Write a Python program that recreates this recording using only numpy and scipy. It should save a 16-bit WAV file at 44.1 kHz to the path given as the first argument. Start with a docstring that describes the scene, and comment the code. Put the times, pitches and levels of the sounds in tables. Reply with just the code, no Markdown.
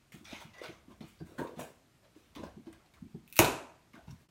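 """Cutting the strap on a cardboard box

A living room with a wooden floor, the microphone close to a large box. Over quiet room tone a man
shuffles round it: soles thud, scuff and squeak, hands brush the cardboard, joists rumble under him.
Blades bite the plastic strap in small ticks; it snaps and slaps the box, and the room rings on."""
import sys
import numpy as np
from scipy import signal
from scipy.fft import rfft, irfft, next_fast_len
from scipy.io import wavfile
from scipy.ndimage import uniform_filter1d

SR = 44100
rng = np.random.default_rng(int(sys.argv[2]) if len(sys.argv) > 2 else 0)


def materialize(psi):
    """Save the field psi as 16-bit PCM at rate SR to the path in sys.argv[1].

    A 1-D psi becomes a single channel; in a 2-D psi each row is a channel.
    """
    bounded = np.clip(np.atleast_2d(psi).T, -1, 1)
    quanta = np.round(bounded * 32767).astype(np.int16)
    wavfile.write(sys.argv[1], SR, quanta)


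N = 189982
TIME = np.arange(N) / SR


def amp(db):
    """dB to gain."""
    return 10 ** (np.asarray(db) / 20)


def unit(x):
    """Scaled to rms 1."""
    return x / np.sqrt(np.mean(x ** 2) + 1e-20)


def add(out, start_s, x):
    """Mixes x into out from start_s."""
    part = out[round(start_s * SR):][:len(x)]
    part += x[:len(part)]


def along(points, hz):
    """Interpolates (freq_hz, value) points on a log frequency axis."""
    freqs, values = np.transpose(points)
    return np.interp(np.log(hz + 1), np.log(freqs + 1), values)


def colour(spectrum):
    """Zero-phase response through (freq_hz, gain_db) points."""
    return lambda hz: amp(along(spectrum, hz))


def causal(spectrum):
    """Response through (freq_hz, gain_db) points that starts at once: minimum phase."""
    def response(hz):
        cepstrum = irfft(np.log(colour(spectrum)(hz)))
        half = len(cepstrum) // 2
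        fold = np.r_[1, 2 * np.ones(half - 1), np.zeros(half)]
        return np.exp(rfft(cepstrum * fold))
    return response


def modes(table):
    """Causal response of (pitch_hz, width_hz, gain_db) resonances, alternating in sign."""
    return lambda f: sum((-1) ** k * amp(db) * 1j * f * width / (hz * hz - f * f + 1j * f * width)
                         for k, (hz, width, db) in enumerate(table))


def filtered(x, response):
    """x through a complex frequency response."""
    size = next_fast_len(x.shape[-1] + SR // 2)
    hz = np.fft.rfftfreq(size, 1 / SR)
    return irfft(rfft(x, size) * response(hz), size)[..., :x.shape[-1]]


def noise(response, patchy_db=0, grain_db=0):
    """Filtered noise of rms 1, with patches of random gain and fast grit."""
    spectra = signal.stft(rng.standard_normal(N + SR), nperseg=512)[2]
    patches = uniform_filter1d(rng.standard_normal(spectra.shape), 3, axis=0)
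    patches = unit(uniform_filter1d(patches, 10, axis=1))
    patchy = signal.istft(spectra * amp(patchy_db * patches), nperseg=512)[1][:N]
    grit = unit(uniform_filter1d(rng.standard_normal(N), 60))
    return unit(filtered(patchy * amp(grain_db * grit), response))


# the quiet living room, all round the microphone: freq_hz, gain_db
TONE_SPECTRUM = [(15, -44), (25, -8), (124, 3), (330, -4), (496, -13), (669, -11), (831, -12.5),
                 (2330, -16), (9330, -24.5), (10400, -28), (13600, -27.5), (15200, -35), (16500, -51)]


def room_tone(level_db=-66.5):
    """Steady low noise under everything."""
    return amp(level_db) * noise(colour(TONE_SPECTRUM), patchy_db=1.0)


# joists under the floor: freq_hz, gain_db
JOIST_SPECTRUM = [(20, -28), (35, -8), (60, 5.5), (100, 0.5), (160, -43)]
# their rumble as he moves about: time_s, level_db
WEIGHT_SHIFTS = [(0, -84), (0.17, -76), (0.32, -60), (0.6, -74), (0.97, -65), (1.68, -69), (1.93, -89),
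                 (2.29, -77), (2.44, -55), (2.63, -75), (2.77, -67), (2.89, -99), (2.99, -60.5), (3.3, -76),
                 (3.98, -81.5), (4.08, -56), (4.14, -56), (4.31, -91.5)]


def joist_rumble():
    """The joists rumble as his weight shifts."""
    weight = amp(np.interp(TIME, *np.transpose(WEIGHT_SHIFTS)))
    return weight * noise(colour(JOIST_SPECTRUM), patchy_db=1.2)


# soles, hands and loose strap, close by: start_s, rise_s, rasp_db, t60_s, body_re_db, sizzle_re_db
SCUFF_STROKES = [(0.12, 0.0014, -56.5, 0.36, -5, -4), (0.242, 0.0082, -61, 0.35, -5, -21),
                 (0.252, 0.087, -47, 0.43, -7.5, -39), (0.401, 0.017, -54.5, 0.17, 0.5, -6),
                 (.534, 0.0077, -57.5, 0.12, -10, -21), (.54, 0.062, -60.5, 0.068, 7, -31),
                 (0.614, 0.029, -49, 0.35, 3, -21), (.88, 0.037, -67.5, 0.26, 4, -10),
                 (1.006, .001, -56.5, 0.27, 4, -34), (1.041, 0.043, -63.5, 0.44, -12, -4.5),
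                 (1.202, 0.001, -75.5, 0.21, 21.5, -7), (1.25, 0.016, -69, 1, 7, -1),
                 (1.38, 0.0079, -55, 0.31, 15.5, -3), (1.47, .002, -59.5, 0.14, 9, -19),
                 (1.561, 0.03, -56.5, 0.41, 4, -9), (1.592, 0.0012, -50.5, 0.29, 5.5, 1.5),
                 (2.029, .02, -69.5, 0.18, 6.5, -18), (2.15, 0.0098, -69, 0.76, 2.5, -7),
                 (2.351, 0.0011, -49.5, 0.03, -20, -11), (2.354, 0.0096, -54.5, 0.37, 4, -35),
                 (2.431, 0.0029, -56, 0.24, 11, -35), (2.657, .012, -66, 0.26, 8, -24),
                 (2.727, 0.0015, -61, .12, 2.5, -11), (2.74, 0.0081, -76, 0.54, 12, -12),
                 (2.856, 0.0049, -72.5, 0.13, -2, -14), (2.937, 0.0014, -64.5, 0.15, 1.5, -7),
                 (2.961, 0.013, -74.5, 0.2, 11.5, -11), (3.936, .008, -64, 0.31, 10.5, -25),
                 (4.073, .005, -64.5, 0.26, 5, -17), (4.1, 0.0086, -63.5, 0.15, 0, -6),
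                 (4.16, 0.052, -74.5, 0.18, 3, -2)]
# hollow cardboard: pitch_hz, width_hz, gain_db
BODY_MODES = [(460, 200, -3), (680, 175, 0), (1020, 200, -2), (1184, 220, -4.5), (1555, 230, -8)]
# rasp of the rubbed surfaces: pitch_hz, width_hz, gain_db
RASP_MODES = [(1280, 250, -2), (2090, 300, 3), (2500, 540, 1.5), (3540, 970, -1.5), (4415, 1100, -3),
              (5870, 3100, -9), (7180, 700, -14)]
# fine hiss on top: freq_hz, gain_db
SIZZLE_SPECTRUM = [(5000, -20), (7500, -0.5), (10500, -5), (13000, -7), (15500, -6)]


def scuffs(swell_db=10, linger=1.07):
    """Rubbing swells and dies away: a rasp, with hollow body and sizzle set relative to it."""
    power, t = np.zeros((3, N)), np.arange(SR // 2) / SR
    for start_s, rise_s, rasp_db, t60_s, body_re_db, sizzle_re_db in SCUFF_STROKES:
        fall_db = -60 * (np.abs(t - rise_s) / t60_s) ** linger  # linger over 1 holds the peak
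        shape_db = np.where(t < rise_s, swell_db * (t / rise_s - 1), fall_db)
        for layer, offset_db in zip(power, (body_re_db, 0, sizzle_re_db)):
            add(layer, start_s, amp(rasp_db + offset_db + shape_db) ** 2)
    body = noise(modes(BODY_MODES), patchy_db=5.4, grain_db=1.4)
    rasp = noise(modes(RASP_MODES), patchy_db=3.5, grain_db=1.4)
    sizzle = noise(colour(SIZZLE_SPECTRUM), patchy_db=0.37, grain_db=2.2)
    return np.sum(np.sqrt(power) * [body, rasp, sizzle], axis=0)


# the living room's ring, behind the close sounds: freq_hz, t60_s
ROOM_DECAY = [(100, 0.4), (400, 0.48), (1200, 0.55), (3000, 0.43), (7000, 0.45), (12000, 0.34),
              (15000, 0.21), (16500, 0.14)]


def room_tail(x):
    """A diffuse tail in which each frequency dies at its own speed."""
    hz, t, spectra = signal.stft(rng.standard_normal(SR), SR, nperseg=256)
    decay = amp(-60 * t / along(ROOM_DECAY, hz)[:, None])
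    tail = signal.istft(spectra * decay, SR, nperseg=256)[1]
    onset = 1 - np.exp(-np.arange(len(tail)) / SR / 0.001)
    return signal.fftconvolve(x, tail / np.linalg.norm(tail) * onset)[:N]


# footfalls and bumps near the microphone: start_s, push_db, pitch_hz, rumble_re_db, knock_re_db
FOOTFALLS = [(0.14, -40, 169, -3.5, 7), (0.209, -46.5, 230, -21, 9.5), (0.328, -35.5, 257, -16, -17),
             (0.447, -43.5, 154.5, -5.5, -1.5), (0.615, -33.5, 458, -12.5, -6),
             (0.685, -44, 145, -4.5, 17.5), (0.88, -43.5, 248, -1, 4), (1.007, -35.5, 214, -3.5, 1.5),
             (1.204, -40.5, 145, 4, 16), (1.266, -50.5, 257, -1, -20), (1.318, -45.5, 333, -4.5, 4),
             (1.382, -37.5, 212, 8.5, 14), (1.391, -29, 259, -8.5, 1), (1.416, -26.5, 445, -13.5, -10),
             (1.449, -32.5, 460, -18, -5), (1.492, -38.5, 420, -3.5, -1), (1.57, -38.5, 193, 2, 7),
             (1.6, -45, 247, 3, 9), (2.162, -46.5, 333, -9.5, 8), (2.362, -40.5, 273, 3.5, 12),
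             (2.431, -34, 243, -6.5, -17), (2.567, -39, 190, -4.5, 7.5), (2.668, -39, 263, -7.5, 8),
             (3.021, -35.5, 196, -3.5, -18), (3.143, -34, 170, -3, 4), (3.94, -45.5, 238.5, -1.5, -14),
             (4.076, -40, 160, -6, -5.5), (4.094, -41.5, 144, 4, -10)]
# floorboards: pitch_hz, width_hz, gain_db
FLOOR_MODES = [(320, 110, 6.5), (433, 250, -1.5), (705, 99, -2.5), (1000, 340, -11), (1460, 340, -15)]


def thuds(rumble_rise_s=0.029, rumble_hold_s=0.054, rumble_t60_s=0.35, knock_t60_s=0.079):
    """A soft push of about two cycles; a wooden knock and a short rumble are set relative to it."""
    out, knocks, t = np.zeros(N), np.zeros(N), np.arange(SR // 4) / SR
    rise = 1 - np.exp(-(t / rumble_rise_s) ** 2)
    swell = rise * amp(-60 * t / rumble_t60_s) / (1 + (t / rumble_hold_s) ** 8)
    for start_s, push_db, hz, rumble_re_db, knock_re_db in FOOTFALLS:
        cycles = t * hz - 1.25  # the sole takes about a cycle to settle
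        push = np.exp(-(cycles / 0.87) ** 2) * np.cos(2 * np.pi * cycles)
        boards = modes([(hz, 1.3 * hz, 0), (1.6 * hz, 1.3 * hz, -2)])
        rumble = unit(filtered(rng.standard_normal(len(t)), lambda f: boards(f) ** 2))
        knock = amp(-60 * t / knock_t60_s) * rng.standard_normal(len(t))
        add(out, start_s, amp(push_db) * (push + amp(rumble_re_db) * swell * rumble))
        add(knocks, start_s + 0.003, amp(push_db + knock_re_db) * knock)
    return out + filtered(knocks, lambda f: modes(FLOOR_MODES)(f) ** 2)


# small hard contacts, close by: start_s, level_db, pitch_hz, t60_s
CONTACTS = [(0.245, -55, 5740, 0.22), (0.581, -58.5, 5880, 0.065), (.583, -53, 1980, 0.2),
            (0.636, -51.5, 4650, 0.095), (1.008, -61, 3450, 0.026), (1.022, -61, 4300, 0.12),
            (1.191, -67, 4650, .2), (1.386, -41, 950, 0.29), (1.491, -51, 487, 0.44),
            (2.36, -45, 3370, 0.036), (2.433, -70, 3620, 0.025), (2.727, -57, 8800, 0.026),
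            (2.861, -65, 4170, 0.036), (2.938, -60, 3710, 0.027), (3.934, -52, 2090, 0.066),
            (3.954, -53.5, 1503, 0.18), (4.108, -55, 5600, 0.052)]


def ticks(click_t60_s=0.0022):
    """Each contact clicks and leaves a rough ring: narrow noise dying away."""
    out, t = np.zeros(N), np.arange(SR // 5) / SR
    for start_s, level_db, hz, t60_s in CONTACTS:
        ring = unit(filtered(rng.standard_normal(len(t)), modes([(hz, 0.048 * hz, 0)])))
        click = amp(-60 * t / click_t60_s) * rng.standard_normal(len(t))
        add(out, start_s, amp(level_db) * (amp(-60 * t / t60_s) * ring + 0.57 * click))
    return out


def sole_squeak(start_s=0.534, length_s=0.043, pitch_hz=1975, level_db=-56):
    """A sole sticks and sings a short, slightly unsteady tone."""
    out, t = np.zeros(N), np.arange(round(length_s * SR)) / SR
    drift = 0.5 * unit(uniform_filter1d(rng.standard_normal(len(t)), size=300))
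    arch = np.abs(np.sin(np.pi * t / length_s)) ** 0.3
    add(out, start_s, amp(level_db) * arch * np.sin(2 * np.pi * pitch_hz * t + drift))
    return out


def strap_bursts(rows, room_db):
    """Two tracks: noise bursts that swell and break off up close, and one click each for the room."""
    bursts, clicks = np.zeros((2, N))
    for time_s, level_db, length_s in rows:
        age = np.arange(SR // 50) / SR / length_s
        burst = age * np.exp(1 - age ** 2) * rng.standard_normal(len(age))
        add(bursts, time_s - length_s / 2, amp(level_db) * burst)
        clicks[round(time_s * SR)] = amp(level_db + room_db) * np.sqrt(length_s * SR)
    return np.array([bursts, clicks])


# blades biting the strap, close to the microphone: time_s, level_db, length_s
BLADE_BITES = [(3.2779, -41, 0.0006), (3.301, -48, 0.0014), (3.3265, -33, 0.0015), (3.3582, -31.5, 0.0014),
               (3.362, -34, .001), (3.3668, -23, 0.0022), (3.377, -30.5, 0.006)]
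# a small tear is thinner than the snap: freq_hz, gain_db
BITE_SPECTRUM = [(1200, -7), (2600, -0.5), (5000, -3), (9000, -0.5), (14500, 6.5)]
# the loose end striking the box: time_s, level_db
STRAP_SLAPS = [(3.446, -13), (3.4507, -14)]
# a flat slap is duller than the snap: freq_hz, gain_db
SLAP_SPECTRUM = [(1500, 0.5), (3000, 1.5), (6000, -3.5), (15000, -10.5)]
# what the plastic strap radiates: freq_hz, gain_db
STRAP_SPECTRUM = [(600, -29), (1400, -7.5), (2000, -10.5), (2550, 2.5), (3100, -9.5), (3850, -6.5),
                  (4800, -13), (6700, -9), (8500, -11), (10500, -10.5), (12000, -11.5), (13800, -7.5),
                  (15400, -10.5), (17000, -21)]


def strap_cut(snap_s, snap_db=-2.7, snap_length_s=0.0018):
    """Each bite tears the strap a little; the last tear frees it and the loose end slaps the box."""
    bites = filtered(strap_bursts(BLADE_BITES, room_db=0), causal(BITE_SPECTRUM))
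    slap_rows = [(time_s, level_db, 0.001) for time_s, level_db in STRAP_SLAPS]
    slaps = filtered(strap_bursts(slap_rows, room_db=-1.5), causal(SLAP_SPECTRUM))
    snap = strap_bursts([(snap_s, snap_db, snap_length_s)], room_db=-1.5)
    snap[0, round((snap_s + 0.0008) * SR)] += amp(15)  # the last fibres part at once
    crack, clicks = filtered(bites + slaps + snap, causal(STRAP_SPECTRUM))
    return crack + amp(-2) * early_echoes(crack) + room_tail(clicks)


# floor and near walls, as they reach the microphone: delay_s, gain_db
REFLECTIONS = [(.0062, -10), (.0093, -8.5), (0.0147, -13.5), (.021, -17)]


def early_echoes(x):
    """Delayed, weaker copies off the nearest surfaces."""
    return sum(amp(db) * np.pad(x, (round(delay_s * SR), 0))[:N] for delay_s, db in REFLECTIONS)


# the large cardboard box, close up: pitch_hz, width_hz, gain_db
BOX_MODES = [(67, 66, -11), (127, 55, -4.5), (260, 55, -0.5), (339, 50, 1.5), (408, 55, 0.5),
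             (630, 180, -0.5), (980, 130, -1), (1360, 530, -10)]


def box_thump(snap_s, blow_s=0.00028):
    """The strap's hard recoil thumps the box, which sets the room ringing."""
    blow, age = np.zeros(N), np.arange(200) / SR / blow_s
    add(blow, snap_s + 0.0012, amp(11.5) * (1 - age) * np.exp(-age))
    add(blow, snap_s + 0.0015, amp(5.5) * age * np.exp(-age))
    thump = filtered(blow, modes(BOX_MODES))
    return thump + early_echoes(thump) + amp(1) * room_tail(thump)


def scene():
    """One microphone by the box: the cut rings the room; steps and scuffs stay close."""
    snap_s = 3.3908
    cut = strap_cut(snap_s) + box_thump(snap_s)
    steps = thuds() + scuffs() + ticks() + sole_squeak()
    return (cut + steps + amp(-12) * room_tail(steps) + room_tone() + joist_rumble())[None]


# the level, dipping briefly near the end: time_s, gain_db
LEVEL_DIP = [(0, -1.5), (4.24, -1), (4.272, -8), (4.282, -28), (4.29, 3), (4.305, -6)]
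# the highest treble falls away steeply above about 16 kHz: freq_hz, gain_db
TOP_CUT = [(15850, 0.5), (16100, -24.5)]


def record(dry, ceiling=0.8, top_hz=16750):
    """The input stage rounds off the highest peak, the level dips briefly, the top treble falls away."""
    rounded = dry / (1 + np.abs(dry / ceiling) ** 4) ** 0.25
    dipped = rounded * amp(np.interp(TIME, *np.transpose(LEVEL_DIP)))
    return filtered(dipped, lambda hz: colour(TOP_CUT)(hz) * (hz < top_hz))


dry = scene()
out = record(dry)
materialize(out)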